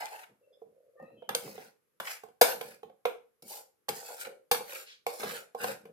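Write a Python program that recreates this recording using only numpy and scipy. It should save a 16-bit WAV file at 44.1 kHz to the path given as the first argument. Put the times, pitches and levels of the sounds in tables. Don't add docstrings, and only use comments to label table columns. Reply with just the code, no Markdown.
import sys
import numpy as np
from scipy import signal
from scipy.fft import rfft, irfft, next_fast_len
from scipy.io import wavfile
from scipy.ndimage import uniform_filter1d, map_coordinates

SR = 44100
rng = np.random.default_rng(int(sys.argv[2]) if len(sys.argv) > 2 else 0)


def generate_wav(sig):
    pcm = np.round(np.clip(np.atleast_2d(sig).T, -1, 1) * 32767).astype(np.int16)
    wavfile.write(sys.argv[1], SR, pcm)


N = 261072


def amp(db):
    return 10 ** (np.asarray(db) / 20)


def unit(x):
    return x / np.sqrt(np.mean(x ** 2) + 1e-20)


def struck(x, size=512):
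    return x / np.sqrt(np.mean(x[:size] ** 2) + 1e-20)


def along(points, hz):
    knots_hz, values = np.transpose(points)
    return np.interp(np.log(hz + 1), np.log(knots_hz + 1), values)


def wobble(rate):
    return map_coordinates(rng.standard_normal(int(N * rate / SR) + 4), [np.arange(N) * rate / SR])


def filtered(x, response):
    n = x.shape[-1]
    size = next_fast_len(n + SR // 10)
    return irfft(rfft(x, size) * response(np.fft.rfftfreq(size, 1 / SR)), size)[..., :n]


def coloured(x, spectrum, size=4096):
    cepstrum = irfft(np.log(amp(along(spectrum, np.fft.rfftfreq(size, 1 / SR)))))
    cepstrum[1:size // 2] *= 2
    cepstrum[size // 2 + 1:] = 0
    return signal.oaconvolve(x, irfft(np.exp(rfft(cepstrum))))[:len(x)]


def gesture(start, length, attack, swell_db, t60):
    t = np.arange(N) / SR - start
    arch = np.sin(np.pi * np.clip(t / length, 0, 1))
    return np.clip(t / attack, 0, 1) * amp(swell_db * (arch - 1) - 60 * np.maximum(t - length, 0) / t60)


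def ring(modes, t, scatter_db):
    hz, db, t60 = np.transpose(modes)[:, :, None]
    strength_db = db + scatter_db * rng.standard_normal(hz.shape)
    polarity = (-1) ** np.arange(len(hz))[:, None]
    attack = 1 - np.exp(-t / 0.0004)
    partials = polarity * amp(strength_db - 60 * t / t60) * np.sin(2 * np.pi * hz * t)
    return attack * partials.sum(axis=0)


def chatter(t, length, t60, rate=2500):
    taps = (rng.random(len(t)) < rate / SR) * rng.standard_normal(len(t))
    taps += 0.02 * rng.standard_normal(len(t))
    taps[0] = 0.65
    return taps * amp(-60 * np.maximum(t - length, 0) / t60)


def slips(rate, spread_db, smooth):
    grains = (rng.random(N) < rate / SR) * rng.standard_normal(N)
    grains *= amp(spread_db * rng.standard_normal(N))
    return unit(grains) + smooth * rng.standard_normal(N)


def roaming(x, patchy_db, size=9):
    spectra = signal.stft(x, nperseg=512)[2]
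    patches = uniform_filter1d(rng.standard_normal(spectra.shape), size // 2, axis=0)
    patches = uniform_filter1d(patches, 4 * size, axis=1)
    return unit(signal.istft(spectra * amp(patchy_db * unit(patches)), nperseg=512)[1][:N])


# (frequency [Hz], t60 [s])
KITCHEN_DECAY = [(100, 0.51), (500, 0.33), (1500, 0.3), (4000, 0.28), (12000, 0.3), (16000, 0.11)]
def placed(x, wet_db, lag_s):
    hz, t, noise = signal.stft(rng.standard_normal((2, SR * 3 // 5)), SR, nperseg=256)
    decay = amp(-60 * t / along(KITCHEN_DECAY, hz)[:, None])
    build_up = 1 - np.exp(-t / 0.0019)
    tail = signal.istft(noise * decay * build_up, SR, nperseg=256)[1]
    room = signal.fftconvolve(x[None], tail, axes=1)[:, :len(x)]
    room *= np.linalg.norm(x) / (np.linalg.norm(room, axis=1, keepdims=True) + 1e-20)
    direct = filtered(x, lambda hz: np.exp(np.outer([-1, 1], 1j * np.pi * hz * lag_s)))
    return direct + amp(wet_db) * room


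def cupped(x, depth, count, delay_s=0.004):
    delays = rng.uniform(0.1, 1, (2, count)) * delay_s
    gains = depth * rng.choice([-1, 1], (2, count)) / np.sqrt(count)
    echoes = np.zeros((2, SR // 20))
    np.put_along_axis(echoes, np.round(delays * SR).astype(int), gains, axis=1)
    return signal.oaconvolve(x[None], echoes, axes=1)[:, :len(x)]


def travelling(low, bright, size=8192):
    out, hop = np.zeros((2, N + 2 * SR)), size // 2
    window = np.sqrt(signal.get_window("hann", size))
    padded = np.pad([low, bright], ((0, 0), (hop, size)))
    for start in range(0, N + hop, hop):
        dull, sharp = np.pad(padded[:, start:start + size] * window, ((0, 0), (0, SR // 3)))
        piece = placed(dull + sharp, wet_db=0.5, lag_s=0.0002416) + cupped(sharp, depth=2.01, count=24)
        out[:, start:start + piece.shape[1]] += piece
    return out[:, hop:hop + N]


# (start [s], length [s], attack [s], drag [dB], wall's share of the drag [0-1], rasp [dB], hiss [dB])
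SPOON_STROKES = [(-0.04, 0.075, 0.014, -36.5, 0.96, -43, -46),
                 (0.018, 0.21, 0.022, -49.5, 0.9, -57.5, -52.5),
                 (1.341, 0.2, 0.022, -53, 0.2, -57.5, -48.5), (1.534, 0.15, 0.027, -57, 0.53, -59, -57),
                 (2.014, 0.13, 0.11, -48.5, 0.7, -45, -37), (2.451, 0.08, 0.023, -34.5, 0.55, -39, -34.5),
                 (2.564, 0.19, 0.047, -53.5, 0.1, -59, -53), (3.44, 0.15, 0.079, -50, 0.67, -59.5, -40.5),
                 (3.924, 0.092, 0.026, -51, 0.63, -59, -43.5), (4.017, 0.15, 0.017, -47, 0.62, -58, -44.5),
                 (4.173, 0.058, 0.036, -47.5, 0.35, -45, -39.5),
                 (4.237, 0.024, 0.021, -49, 0.1, -49, -54.5), (4.629, 0.19, 0.12, -48, 0.1, -46, -40.5),
                 (5.06, 0.19, 0.014, -47, 0.07, -58, -46), (5.182, 0.11, 0.023, -45.5, 0.36, -45.5, -47),
                 (5.265, 0.14, 0.027, -46, 0.13, -45.5, -42), (5.565, 0.16, 0.077, -40, 0.18, -45.5, -40)]
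# (start [s], length [s], level before trim [dB])
RIM_SLIDES = [(0.405, .17, -64), (0.62, 0.58, -66), (1.035, 0.13, -64.5), (4.257, 0.11, -51),
              (5.848, 0.07, -57.5)]
# (frequency [Hz], level [dB])
HOLLOW_EQ = [(60, -54.5), (330, -19.5), (410, -6.5), (480, 5), (550, 3.5), (650, -9), (900, -37.5),
             (2000, -52.5), (10000, -100)]
WALL_EQ = [(60, -64), (300, -33), (560, -10.5), (700, -2), (800, 2), (900, -1.5), (1080, -17),
           (2000, -37.5), (10000, -100)]
RASP_EQ = [(100, -69.5), (500, -27.5), (1050, -15), (1450, 3.5), (1950, -1.5), (2400, -1), (2800, -4.5),
           (3200, -10), (4400, -9.5), (6000, -38.5), (16000, -80.5)]
POWDER_EQ = [(100, -71), (900, -47), (2500, 1), (3600, 0.5), (4700, 7.5), (6000, 6), (9000, 6),
             (11000, 6.5), (12300, 6), (14000, 5.5), (16000, -5)]
def scraping(swell_db=6, release_t60=0.13):
    hollow, wall, rasp, hiss = np.zeros((4, N))
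    for start, length, attack, drag_db, wall_share, rasp_db, hiss_db in SPOON_STROKES:
        pressure = gesture(start, length, attack, swell_db, release_t60)
        hollow += amp(drag_db) * np.sqrt(1 - wall_share) * pressure
        wall += amp(drag_db) * np.sqrt(wall_share) * pressure
        rasp += amp(rasp_db) * pressure
        hiss += amp(hiss_db) * pressure
    for start, length, db in RIM_SLIDES:
        hollow += amp(db) * gesture(start, length, attack=0.0072, swell_db=swell_db, t60=release_t60)
    judder = wobble(70)
    rub = slips(rate=500, spread_db=3, smooth=0.22)
    body = hollow * unit(coloured(rub, HOLLOW_EQ)) + wall * unit(coloured(rub, WALL_EQ))
    drag = amp(-4.5) * unit(amp(2 * judder)) * body
    grit = amp(2 * judder) * coloured(slips(rate=1000, spread_db=1, smooth=0.43), RASP_EQ)
    edge = amp(-6) * rasp * roaming(grit, patchy_db=2.5)
    grains = amp(judder) * coloured(slips(rate=3000, spread_db=2.5, smooth=0.25), POWDER_EQ)
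    powder = amp(-11) * hiss * roaming(grains, patchy_db=2.7)
    return drag, edge + powder


# (frequency [Hz], level [dB])
ROOM_TONE_EQ = [(25, -30.5), (120, -9), (320, -10.5), (480, -1.5), (700, -21), (1200, -14), (4000, -25.5),
                (9000, -25.5), (12000, -15), (13500, -38), (16000, -41.5)]
def room_tone():
    return amp(-80) * unit(np.array([coloured(rng.standard_normal(N), ROOM_TONE_EQ) for _ in range(2)]))


# (time [s], level before trim [dB])
SPOON_CATCHES = [(0.011, -59), (0.063, -49), (0.152, -54), (0.186, -55), (0.232, -54), (2.068, -41),
                 (2.106, -45), (2.161, -55.5), (3.474, -73), (3.529, -57), (4.72, -48), (5.3, -48),
                 (5.338, -53), (5.607, -48)]
# (frequency [Hz], level [dB])
CATCH_EQ = [(300, -33.5), (800, -4), (1400, 3), (2600, 2), (5000, -15), (13000, -17), (16000, -24)]
def catches():
    out, t = np.zeros(N + SR), np.arange(SR // 10) / SR
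    for time, db in SPOON_CATCHES:
        grit = coloured(chatter(t, length=0.011, t60=0.018), CATCH_EQ)
        out[round(time * SR):][:len(t)] += amp(db - 4) * struck(grit)
    return out[:N]


def knock(modes, pitch_hz, t, grip=0.2):
    soft_wall = signal.butter(2, (200, 1700), "bandpass", fs=SR, output="sos")
    tuned = [(ratio * pitch_hz, db, t60 * np.exp(grip * rng.standard_normal()))
             for ratio, db, t60 in modes]
    return struck(signal.sosfilt(soft_wall, ring(tuned, t, scatter_db=1.5)))


CONTACT_S = 0.0025
# (time [s], hollow [Hz], hollow [dB], wall [Hz], wall [dB], clack [dB], click [dB], leftward pan [dB])
HITS = [(0.031, 513, -63, 810, -54, -45, -72, -15), (0.056, 506, -62, 820, -63, -54, -87, -8),
        (0.618, 454, -47, 710, -56, -80, -79, -6), (0.997, 535, -49.5, 766, -52.5, -69, -77.5, -4),
        (1.025, 532, -48.5, 689, -55, -80, -71.5, -1), (1.102, 537, -58, 690, -62.5, -80, -101.5, -8),
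        (1.222, 493, -47, 656, -52, -58, -84, -9), (1.291, 534, -47, 796, -38.5, -28.5, -39, -7),
        (1.348, 487.5, -33.5, 640, -44, -31.5, -29, -4), (1.476, 448, -51, 756, -54, -52, -77, -13),
        (1.578, 437, -47, 765, -48.5, -49, -60.5, -10), (2.0, 524, -47.5, 713, -45, -30.5, -40.5, -4),
        (2.235, 443.5, -50, 776, -48.5, -53, -57, -9.5), (2.285, 462, -54, 730, -60.5, -64.5, -70.5, -0.5),
        (2.412, 453, -28, 706, -20, -17.5, -16.5, 2.5), (2.4163, 492, -16.5, 793, -29.5, -18, -18, -3),
        (2.425, 490.3, -24, 900, -32, -25, -24, -2), (2.611, 465, -40.5, 746, -42.5, -38, -42, -9),
        (2.831, 452, -45, 795, -49, -51.5, -64, -8), (2.897, 528, -55.5, 731, -57.5, -65, -80, -3),
        (3.053, 479, -25.5, 713, -30, -26.5, -40.5, -6), (3.423, 476, -60.5, 720, -64, -68.5, -49.5, -5),
        (3.884, 496, -42.5, 800, -40, -35.5, -39.5, -13), (3.891, 445, -38.5, 810, -36, -36.5, -32.5, 1.5),
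        (4.269, 510, -41, 733, -49.5, -46.5, -53.5, -5.5), (4.513, 485, -28.5, 783, -25, -22.5, -19.5, -4),
        (4.544, 454, -45, 830, -41, -31.5, -48, 10), (4.606, 481, -38.5, 830, -43, -62, -65, -1),
        (5.065, 478, -35.5, 793, -31, -29, -36.5, -6), (5.232, 437, -36, 740, -38, -35, -42.5, -4.5),
        (5.547, 473, -39.5, 769, -38, -55, -55, -6), (5.641, 489, -33.5, 747, -32.5, -34, -39, -2),
        (5.687, 535.5, -37.5, 737, -64, -56, -51, 2), (5.854, 458, -49.5, 746, -59, -53.5, -62, -2)]
# (pitch [ratio], level [dB], t60 [s])
HOLLOW_RESONANCES = [(0.9, -8.5, 0.04), (1, 1, 0.085), (1.12, -13, 0.043)]
WALL_RESONANCES = [(0.87, -5, 0.015), (1, -0.5, 0.044), (1.12, -8, 0.035), (1.38, -10.5, 0.045)]
# (frequency [Hz], level [dB])
CLACK_EQ = [(150, -36.5), (500, -5), (900, -4.5), (1150, -6), (1500, -1), (1900, -10.5), (2300, -4),
            (2650, -11.5), (3400, -8), (4500, -26.5), (9000, -45), (18000, -79.5)]
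CLICK_EQ = [(800, -36.5), (2500, -11.5), (4000, -2.5), (5200, -2.5), (7200, -5.5), (9200, -1), (10800, -6),
            (12200, -6), (13800, 3), (15000, -12), (16500, -22.5)]
# (frequency [Hz], level [dB])
JAR_PARTIALS = [(1387, -1), (2230, -1), (2330, 1), (2760, 0), (3500, -6), (4342, -1), (4960, -2),
                (8900, -4), (9961, 0), (11222, -3), (12052, 3), (12198, 0), (12327, -2), (13782, 2)]
def blows(jar_t60=0.14, bright_pan_share=0.19):
    out, t = np.zeros((2, N + SR)), np.arange(SR * 3 // 4) / SR
    jar_modes = [(hz, db, jar_t60) for hz, db in JAR_PARTIALS]
    for time, hollow_hz, hollow_db, wall_hz, wall_db, clack_db, click_db, pan_db in HITS:
        hollow = amp(hollow_db) * knock(HOLLOW_RESONANCES, hollow_hz, t)
        body = placed(hollow, wet_db=-6.5, lag_s=0.00027)
        wall = amp(wall_db) * knock(WALL_RESONANCES, wall_hz, t)
        body += placed(wall, wet_db=-5, lag_s=0.0003)
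        clack = amp(clack_db - 8.5) * struck(coloured(chatter(t, CONTACT_S, t60=0.0058), CLACK_EQ))
        click = amp(click_db - 8) * struck(coloured(chatter(t, CONTACT_S, t60=0.02), CLICK_EQ))
        jar = amp(click_db - 15.5) * struck(ring(jar_modes, t, scatter_db=4))
        bright = clack + click + jar
        bright = placed(bright, wet_db=0, lag_s=0.00017) + cupped(bright, depth=1, count=7)
        sides_db = np.array([[pan_db / 2], [-pan_db / 2]])
        hit = amp(sides_db) * body + amp(bright_pan_share * sides_db) * bright
        out[:, round(time * SR):][:, :len(t)] += hit
    return out[:, :N]


# (start [s], length [s], level [dB])
GRIP_SHIFTS = [(0.281, 0.032, -60.5), (0.646, 0.041, -63), (0.996, 0.065, -54.5), (1.104, 0.11, -61),
               (1.278, 0.02, -42), (1.425, 0.072, -47.5), (1.521, 0.14, -61.5), (2.494, 0.24, -59.5),
               (2.824, 0.064, -62.5), (3.43, 0.067, -61), (3.881, 0.05, -48), (4.248, 0.042, -60),
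               (4.527, 0.091, -57), (5.189, 0.11, -48.5), (5.303, 0.12, -70), (5.597, 0.14, -49),
               (5.788, 0.28, -63.5)]
# (frequency [Hz], level [dB])
HANDLING_EQ = [(25, -34.5), (65, -23), (130, -3), (210, 3.5), (280, -5), (500, 0.5), (1200, -42),
               (8000, -100)]
def handling():
    shifts = sum(amp(db) * gesture(start, length, attack=0.029, swell_db=4.9, t60=0.26)
                 for start, length, db in GRIP_SHIFTS)
    jolts = [amp(-40.5 + 0.4 * click_db) * gesture(time, CONTACT_S, CONTACT_S, swell_db=0, t60=0.2)
             for time, *_, click_db, _ in HITS]
    envelope = np.hypot(shifts, np.max(jolts, axis=0))
    rub = unit(coloured(slips(rate=200, spread_db=2, smooth=1.5), HANDLING_EQ))
    return placed(envelope * rub, wet_db=-15, lag_s=0.0001)


# (time [s], level [dB])
EDGE_TAPS = [(0.057, -44.5), (1.292, -41.5), (1.35, -27.5), (3.89, -33.5), (5.642, -46)]
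# (frequency [Hz], level [dB])
SPOON_PARTIALS = [(2500, -20.5), (3500, -4), (4600, -4), (5100, -9.5), (6300, -1.5), (8300, -5),
                  (11000, -10.5), (13300, -10.5)]
def spoon_ticks(t60=0.0052):
    out, t = np.zeros(N + SR), np.arange(SR // 4) / SR
    modes = [(hz, db, t60) for hz, db in SPOON_PARTIALS]
    for time, db in EDGE_TAPS:
        out[round(time * SR):][:len(t)] += amp(db) * struck(ring(modes, t, scatter_db=2.5))
    return placed(out[:N], wet_db=-15, lag_s=0.000406)


# (start [s], end [s], start pitch [Hz], end pitch [Hz], level [dB])
SQUEAKS = [(0.422, 0.52, 2680, 2740, -80), (0.525, 0.56, 3500, 3390, -68), (0.526, 0.563, 4970, 5200, -77),
           (0.96, 1.124, 1164, 1310, -63.5), (0.968, 1.106, 1785, 1944, -61),
           (0.989, 1.28, 2650, 2600, -71), (1.014, 1.27, 3960, 4020, -84.5),
           (1.163, 1.332, 3200, 2980, -67), (2.474, 2.551, 12400, 12000, -39)]
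def squeaks():
    out, t = np.zeros(N), np.arange(N) / SR
    waver = 1 + 0.022 * wobble(400)
    for start, end, start_hz, end_hz, db in SQUEAKS:
        pitch_hz = np.interp(t, [start, end], [start_hz, end_hz]) * waver
        phase = 2 * np.pi * np.cumsum(pitch_hz) / SR
        swell = np.interp(t, [start, start + 0.19 * (end - start), end], [0, 1, 0])
        out += amp(db + 1.8 * wobble(100)) * swell * np.sin(phase)
    return placed(out, wet_db=-0.5, lag_s=0.00005)


# (time [s], level [dB])
WORKTOP_THUDS = [(1.349, -56), (2.414, -41), (3.054, -57.5), (3.892, -69), (4.514, -38), (5.067, -66),
                 (5.642, -52)]
def thuds(pitch_hz=78, t60=0.03):
    out, t = np.zeros(N + SR), np.arange(SR // 4) / SR
    for time, db in WORKTOP_THUDS:
        out[round(time * SR):][:len(t)] += ring([(pitch_hz, db, t60)], t, scatter_db=-3)
    return placed(out[:N], wet_db=-15.5, lag_s=0.0003)


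# (frequency [Hz], level [dB])
SWISH_EQ = [(300, -47.5), (1500, -7.5), (2500, 0.5), (4500, 2), (6500, -9.5), (9000, -19), (16000, -32)]
def flour_swish():
    flow = gesture(start=4.85, length=0.081, attack=0.026, swell_db=1.5, t60=0.18)
    return amp(-61) * flow * unit(coloured(rng.standard_normal(N), SWISH_EQ))


# (frequency [Hz], left minus right [dB])
BALANCE = [(100, -0.5), (300, 1.5), (500, 1.5), (1000, 1.5), (2500, 2), (6000, -2.5), (9000, 0.5),
           (12500, 6.5)]
def scene():
    impacts = blows() + thuds() + spoon_ticks()
    drag, grit = scraping()
    scooping = travelling(drag, grit + catches() + flour_swish())
    scooping *= amp([[-0.7], [0.7]])
    close = impacts + scooping + squeaks() + handling()
    return filtered(close, lambda hz: amp(np.outer([0.5, -0.5], along(BALANCE, hz)))) + room_tone()


def record(dry, ceiling=0.85, top_hz=16200):
    rounded = dry / (1 + (dry / ceiling) ** 6) ** (1 / 6)
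    return filtered(rounded, lambda hz: np.clip((top_hz - hz) / 400 + 0.5, 0, 1))


dry = scene()
out = record(dry)
generate_wav(out)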